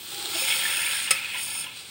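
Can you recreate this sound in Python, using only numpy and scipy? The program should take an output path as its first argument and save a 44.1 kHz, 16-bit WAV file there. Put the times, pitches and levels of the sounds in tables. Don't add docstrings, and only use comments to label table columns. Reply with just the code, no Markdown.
import sys
import numpy as np
from scipy import signal
from scipy.io import wavfile

SR = 44100
rng = np.random.default_rng(int(sys.argv[2]) if len(sys.argv) > 2 else 0)


def generate_wav(sig):
    pcm = np.round(np.clip(np.atleast_2d(sig).T, -1, 1) * 32767).astype(np.int16)
    wavfile.write(sys.argv[1], SR, pcm)


N = 83790
T = np.arange(N) / SR

# (frequency [Hz], level [dB])
BACKGROUND_COLOUR = [(25, -25), (66, -5), (88, 2.5), (115, 0), (160, -0.5), (420, -8.5), (2000, -19),
                     (16000, -72)]
# (frequency [Hz], time to fade by 60 dB [s])
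ECHO_FADE = [(200, 0.32), (2500, 0.45), (8000, 0.17), (16000, 0.51)]

# (pitch [Hz], width [Hz], level [dB])
WALL_TONES = [(2419, 18, -2), (2514, 14, 0), (2560, 35, 0), (2670, 60, -6), (2893, 30, -3)]
# (time [s], level [dB])
WALL_SHARE = [(.96, -8), (1.03, -3.5)]
# (time [s], level [dB])
SPRAY_LEVEL = [(.25, -45.5), (.42, -35.5), (.88, -38), (1.05, -44), (1.21, -55), (1.42, -41.5), (1.6, -43),
               (1.7, -59)]
# (frequency [Hz], level [dB])
SPRAY_COLOUR = [(7000, -17.5), (10300, -17), (11900, -18), (13600, -8), (14700, -7), (15700, 2),
                (16400, -22)]

# (time [s], level [dB])
KNOCK_HITS = [(1.1071, -12), (1.1121, -15.5)]
# (pitch [Hz], level [dB], time to fade by 60 dB [s])
KNOCK_TONES = [(538, -15, .085), (800, -17, .05), (1299, -10, .1), (2140, -7, .05), (2235, -7, .07),
               (2514, -15, .24), (2585, -5, .065), (2728, -8, .05), (3225, -16, .14), (4345, -11, .055),
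               (5157, -2, .065), (6712, -4, .045), (8090, -1, .045), (8680, 6, .032), (8938, 1, .055),
               (10190, -4, .048), (13680, -8, .035)]
# (frequency [Hz], level [dB])
CRACK_COLOUR = [(60, -9.5), (1000, -10), (2500, 7), (4000, -2.5), (5200, -0.5), (6000, -7), (7400, -5.5),
                (8700, 8.5), (9700, -6), (12000, -11), (15300, -6)]

# (time [s], level [dB])
LADLE_LEVEL = [(.2, -68), (.36, -33), (.5, -29), (.62, -32), (.78, -30), (.92, -31), (1.04, -32),
               (1.09, -40), (1.2, -57), (1.35, -45), (1.4, -34), (1.54, -33.5), (1.615, -30.5), (1.68, -53),
               (1.8, -75)]
# (pitch [Hz], width [Hz], level [dB])
LADLE_TONES = [(4660, 130, -8), (5265, 40, 1.5), (6830, 150, -6), (8200, 200, -11), (8595, 80, 0),
               (8790, 130, -3), (8980, 65, 2), (9830, 85, -4), (10895, 100, -9), (12826, 45, -12),
               (14880, 70, -13)]
# (time [s], level [dB])
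LADLE_LOW_LEVEL = [(.36, 3.5), (.5, -1.5), (.9, -4.5), (1.05, -2.5), (1.6, -4)]

# (time [s], level [dB], pitch [Hz])
PLOPS = [(.341, -34.5, 333), (.352, -32, 652), (.418, -33, 529), (.479, -25.5, 2326), (.523, -19, 2200),
         (.555, -36.5, 525), (0.653, -17.5, 1750), (0.772, -20, 2574), (.952, -24.5, 1645),
         (1.075, -22, 2810), (1.186, -23, 2403), (1.245, -22.5, 2477), (1.345, -32, 994),
         (1.345, -22, 2510), (1.566, -36.5, 1310), (1.641, -32, 3300), (1.665, -37.5, 1008),
         (1.666, -28.5, 2850)]
# (time [s], level [dB])
PLUNGE_LEVEL = [(.28, -52), (.345, -32), (.44, -32.5), (.51, -26.5), (.57, -32), (.68, -31.5), (.9, -31),
                (1.0, -35), (1.07, -36), (1.19, -38), (1.31, -38), (1.36, -34.5), (1.44, -40.5),
                (1.57, -38), (1.69, -43.5), (1.76, -49), (1.9, -55)]
# (frequency [Hz], level [dB])
FIZZ_COLOUR = [(150, -20), (700, -35), (950, 2.5), (1180, -21.5), (1400, -1.5), (1950, -3.5), (2450, -1),
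               (2950, -2.5), (3450, -3), (4100, -23.5), (6000, -15), (12000, -24)]
# (time [s], pitch [Hz])
LOWEST_BUBBLE = [(.33, 2840), (.39, 2130), (.56, 1940), (.62, 1500), (1.36, 1500), (1.45, 2190)]
# (pitch [Hz], width [Hz], level [dB])
POT_AIR_TONES = [(537, 36, -11), (890, 50, -8), (1297, 45, -6), (1380, 50, -5), (1727, 35, -2),
                 (2120, 40, -1), (2229, 35, 2), (3245, 55, 1), (3468, 30, 2), (3860, 70, -4)]

# (time [s], level [dB])
SLIDE_LEVEL = [(0, -43), (.12, -35), (.29, -32.5), (.4, -31.5), (.55, -29.5), (.8, -35.5), (1.0, -32.5),
               (1.09, -36.5), (1.21, -38.5), (1.35, -39), (1.58, -41.5), (1.63, -42), (1.68, -46),
               (1.735, -46), (1.775, -37.5), (1.83, -43), (1.9, -42)]
# (frequency [Hz], level [dB])
SLIDE_COLOUR = [(620, -22.5), (1300, -8), (1850, -11), (2200, -5), (2850, -2.5), (3250, 3), (4400, 0),
                (5400, -6.5), (6200, -11), (7400, -7.5), (8700, 0), (9400, -6.5), (10200, -16),
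                (12000, -16.5), (14000, -23), (15600, -8)]
# (time [s], level [dB])
TICKS = [(.1455, -21), (.2265, -19.5), (.2575, -15.5)]
# (time [s], level [dB])
HOLLOW_LEVEL = [(0, -60), (.21, -44), (.33, -45.5), (.7, -51), (.88, -63)]
# (pitch [Hz], width [Hz], level [dB])
CONTAINER_TONES = [(330, 28, -6), (395, 45, -4), (802, 24, 1), (1420, 120, -12)]

SLIDE_PER_S, SLIDE_SPREAD_DB = 9000, 2.5
FALL_PER_S, FALL_SPREAD_DB = 3800, 4.5
BUBBLES_PER_S, SPLASHES_PER_S, POT_SPREAD_DB = 2100, 700, 3


def gain(db):
    return 10 ** (np.asarray(db) / 20)


def normalise(x):
    return x / np.sqrt(np.mean(x ** 2) + 1e-20)


def level(curve):
    return gain(np.interp(T, *np.transpose(curve)))


def look_up(points, hz):
    known_hz, values = np.transpose(points)
    return np.interp(np.log(hz + 1), np.log(known_hz + 1), values)


def add(mix, start_s, sound):
    part = mix[round(start_s * SR):][:len(sound)]
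    part += sound[:len(part)]


def colour(x, points, size=4096):
    hz = abs(np.fft.fftfreq(size, 1 / SR))
    log_gain = np.log(gain(look_up(points, hz)))
    spectrum = np.exp(np.conj(signal.hilbert(log_gain)))
    response = np.fft.ifft(spectrum).real
    return signal.fftconvolve(x, response / np.linalg.norm(response))[:len(x)]


def ring(hits, tones):
    t = T[:SR // 6]
    body = np.zeros(len(t))
    for k, (hz, width, db) in enumerate(tones):
        fade = np.exp(-np.pi * width * t)
        body += gain(db) * width * fade * np.sin(2 * np.pi * hz * t + np.pi * k)
    return signal.fftconvolve(hits, body)[:N]


def grains(per_s, spread_db):
    strength = gain(spread_db * np.minimum(rng.exponential(1, N), 4))
    return strength * rng.choice([-1., 1.], N) * (rng.random(N) < per_s / SR)


def background(db=-55):
    return gain(db) * normalise(colour(rng.standard_normal(N), BACKGROUND_COLOUR))


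def kitchen_echo(x, rise_s=0.005):
    hz, t, noise = signal.stft(rng.standard_normal(SR // 2), SR, nperseg=256)
    fade = gain(-60 * t / look_up(ECHO_FADE, hz)[:, None])
    tail = signal.istft(noise * fade, SR, nperseg=256)[1]
    tail *= np.minimum(T[:len(tail)] / rise_s, 1) ** 2
    return signal.fftconvolve(x, tail / np.linalg.norm(tail))[:N]


def pot_wall():
    steel = ring(grains(FALL_PER_S, POT_SPREAD_DB), WALL_TONES)
    return normalise(steel) * level(PLUNGE_LEVEL) * level(WALL_SHARE)


def spray():
    sizzle = colour(grains(FALL_PER_S, FALL_SPREAD_DB), SPRAY_COLOUR)
    return normalise(sizzle) * level(SPRAY_LEVEL)


def knock(steel_db=-14, steel_rise_s=0.0012, crack_rise_s=0.00081, crack_fade_s=0.007):
    out, t = np.zeros(N), T[:SR // 3]
    steel = sum(gain(db - 60 * t / fade_s) * np.sin(2 * np.pi * hz * t)
                for hz, db, fade_s in KNOCK_TONES)
    add(out, KNOCK_HITS[0][0], gain(steel_db) * steel * (1 - np.exp(-t / steel_rise_s)))
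    crack_shape = np.exp(-t / crack_fade_s) * (1 - np.exp(-t / crack_rise_s))
    for start_s, db in KNOCK_HITS:
        crack = rng.choice([-1., 1.], len(t)) * crack_shape
        add(out, start_s, gain(db) * colour(crack, CRACK_COLOUR))
    return out


def ladle(split_hz=7200):
    hits = grains(FALL_PER_S, FALL_SPREAD_DB)
    low = ring(hits, [tone for tone in LADLE_TONES if tone[0] < split_hz])
    high = ring(hits, [tone for tone in LADLE_TONES if tone[0] >= split_hz])
    return normalise(high + low * level(LADLE_LOW_LEVEL)) * level(LADLE_LEVEL)


def bubble(hz, fade_s, glide=0.012):
    t = T[:SR // 8]
    shape = (1 - np.exp(-t * hz / 2)) * np.exp(-t / fade_s)
    bend = 1 + glide * (1 - np.exp(-t / fade_s / 2))
    return shape * np.sin(2 * np.pi * hz * t * bend)


def plops(base_hz=2390, base_fade_s=0.007, splash_db=-12.5, splash_fade_s=0.0077):
    out = np.zeros(N)
    for start_s, db, hz in PLOPS:
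        size = base_hz / hz
        tone = bubble(hz, base_fade_s * size ** 0.7)
        burst = rng.standard_normal(len(tone)) * np.exp(-T[:len(tone)] / splash_fade_s)
        splash = gain(splash_db) * colour(burst, FIZZ_COLOUR) / size
        add(out, start_s, gain(db) * (tone + splash))
    return out


def fizz(pitches=30, fade_cycles=6.7, splash_db=-10.5, air_db=-3):
    lowest_hz = np.interp(T, *np.transpose(LOWEST_BUBBLE))
    bubbles = np.zeros(N)
    for hz in np.geomspace(1300, 4600, pitches):
        births = grains(BUBBLES_PER_S / pitches, POT_SPREAD_DB)
        births /= 1 + (lowest_hz / hz) ** 16
        bubbles += hz * signal.oaconvolve(births, bubble(hz, fade_cycles / hz))[:N]
    splashes = grains(SPLASHES_PER_S, POT_SPREAD_DB)
    sound = normalise(colour(bubbles, FIZZ_COLOUR))
    sound += gain(splash_db) * normalise(colour(splashes, FIZZ_COLOUR))
    sound += gain(air_db) * normalise(ring(splashes, POT_AIR_TONES))
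    return normalise(sound) * level(PLUNGE_LEVEL)


def sliding_sugar(tick_fade_s=0.0005):
    hiss = normalise(grains(SLIDE_PER_S, SLIDE_SPREAD_DB)) * level(SLIDE_LEVEL)
    tick_shape = np.exp(-T[:256] / tick_fade_s)
    for start_s, db in TICKS:
        add(hiss, start_s, gain(db) * rng.choice([-1., 1.], 256) * tick_shape)
    hollow = ring(grains(SLIDE_PER_S, SLIDE_SPREAD_DB), CONTAINER_TONES)
    return colour(hiss, SLIDE_COLOUR) + normalise(hollow) * level(HOLLOW_LEVEL)


def scene(pour_echo_db=-10.5, knock_echo_db=-7):
    pour = sliding_sugar() + ladle() + spray() + fizz() + pot_wall() + plops()
    hit = knock()
    echo = kitchen_echo(gain(pour_echo_db) * pour + gain(knock_echo_db) * hit)
    return (pour + hit + echo + background())[None]


def record(dry, low_cut_hz=70, high_cut_hz=15850):
    bass_cut = signal.butter(2, low_cut_hz, "highpass", fs=SR, output="sos")
    treble_cut = signal.firwin(701, high_cut_hz, window=("kaiser", 9), fs=SR)
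    return signal.oaconvolve(signal.sosfilt(bass_cut, dry), treble_cut[None], "same")


dry = scene()
out = record(dry)
generate_wav(out)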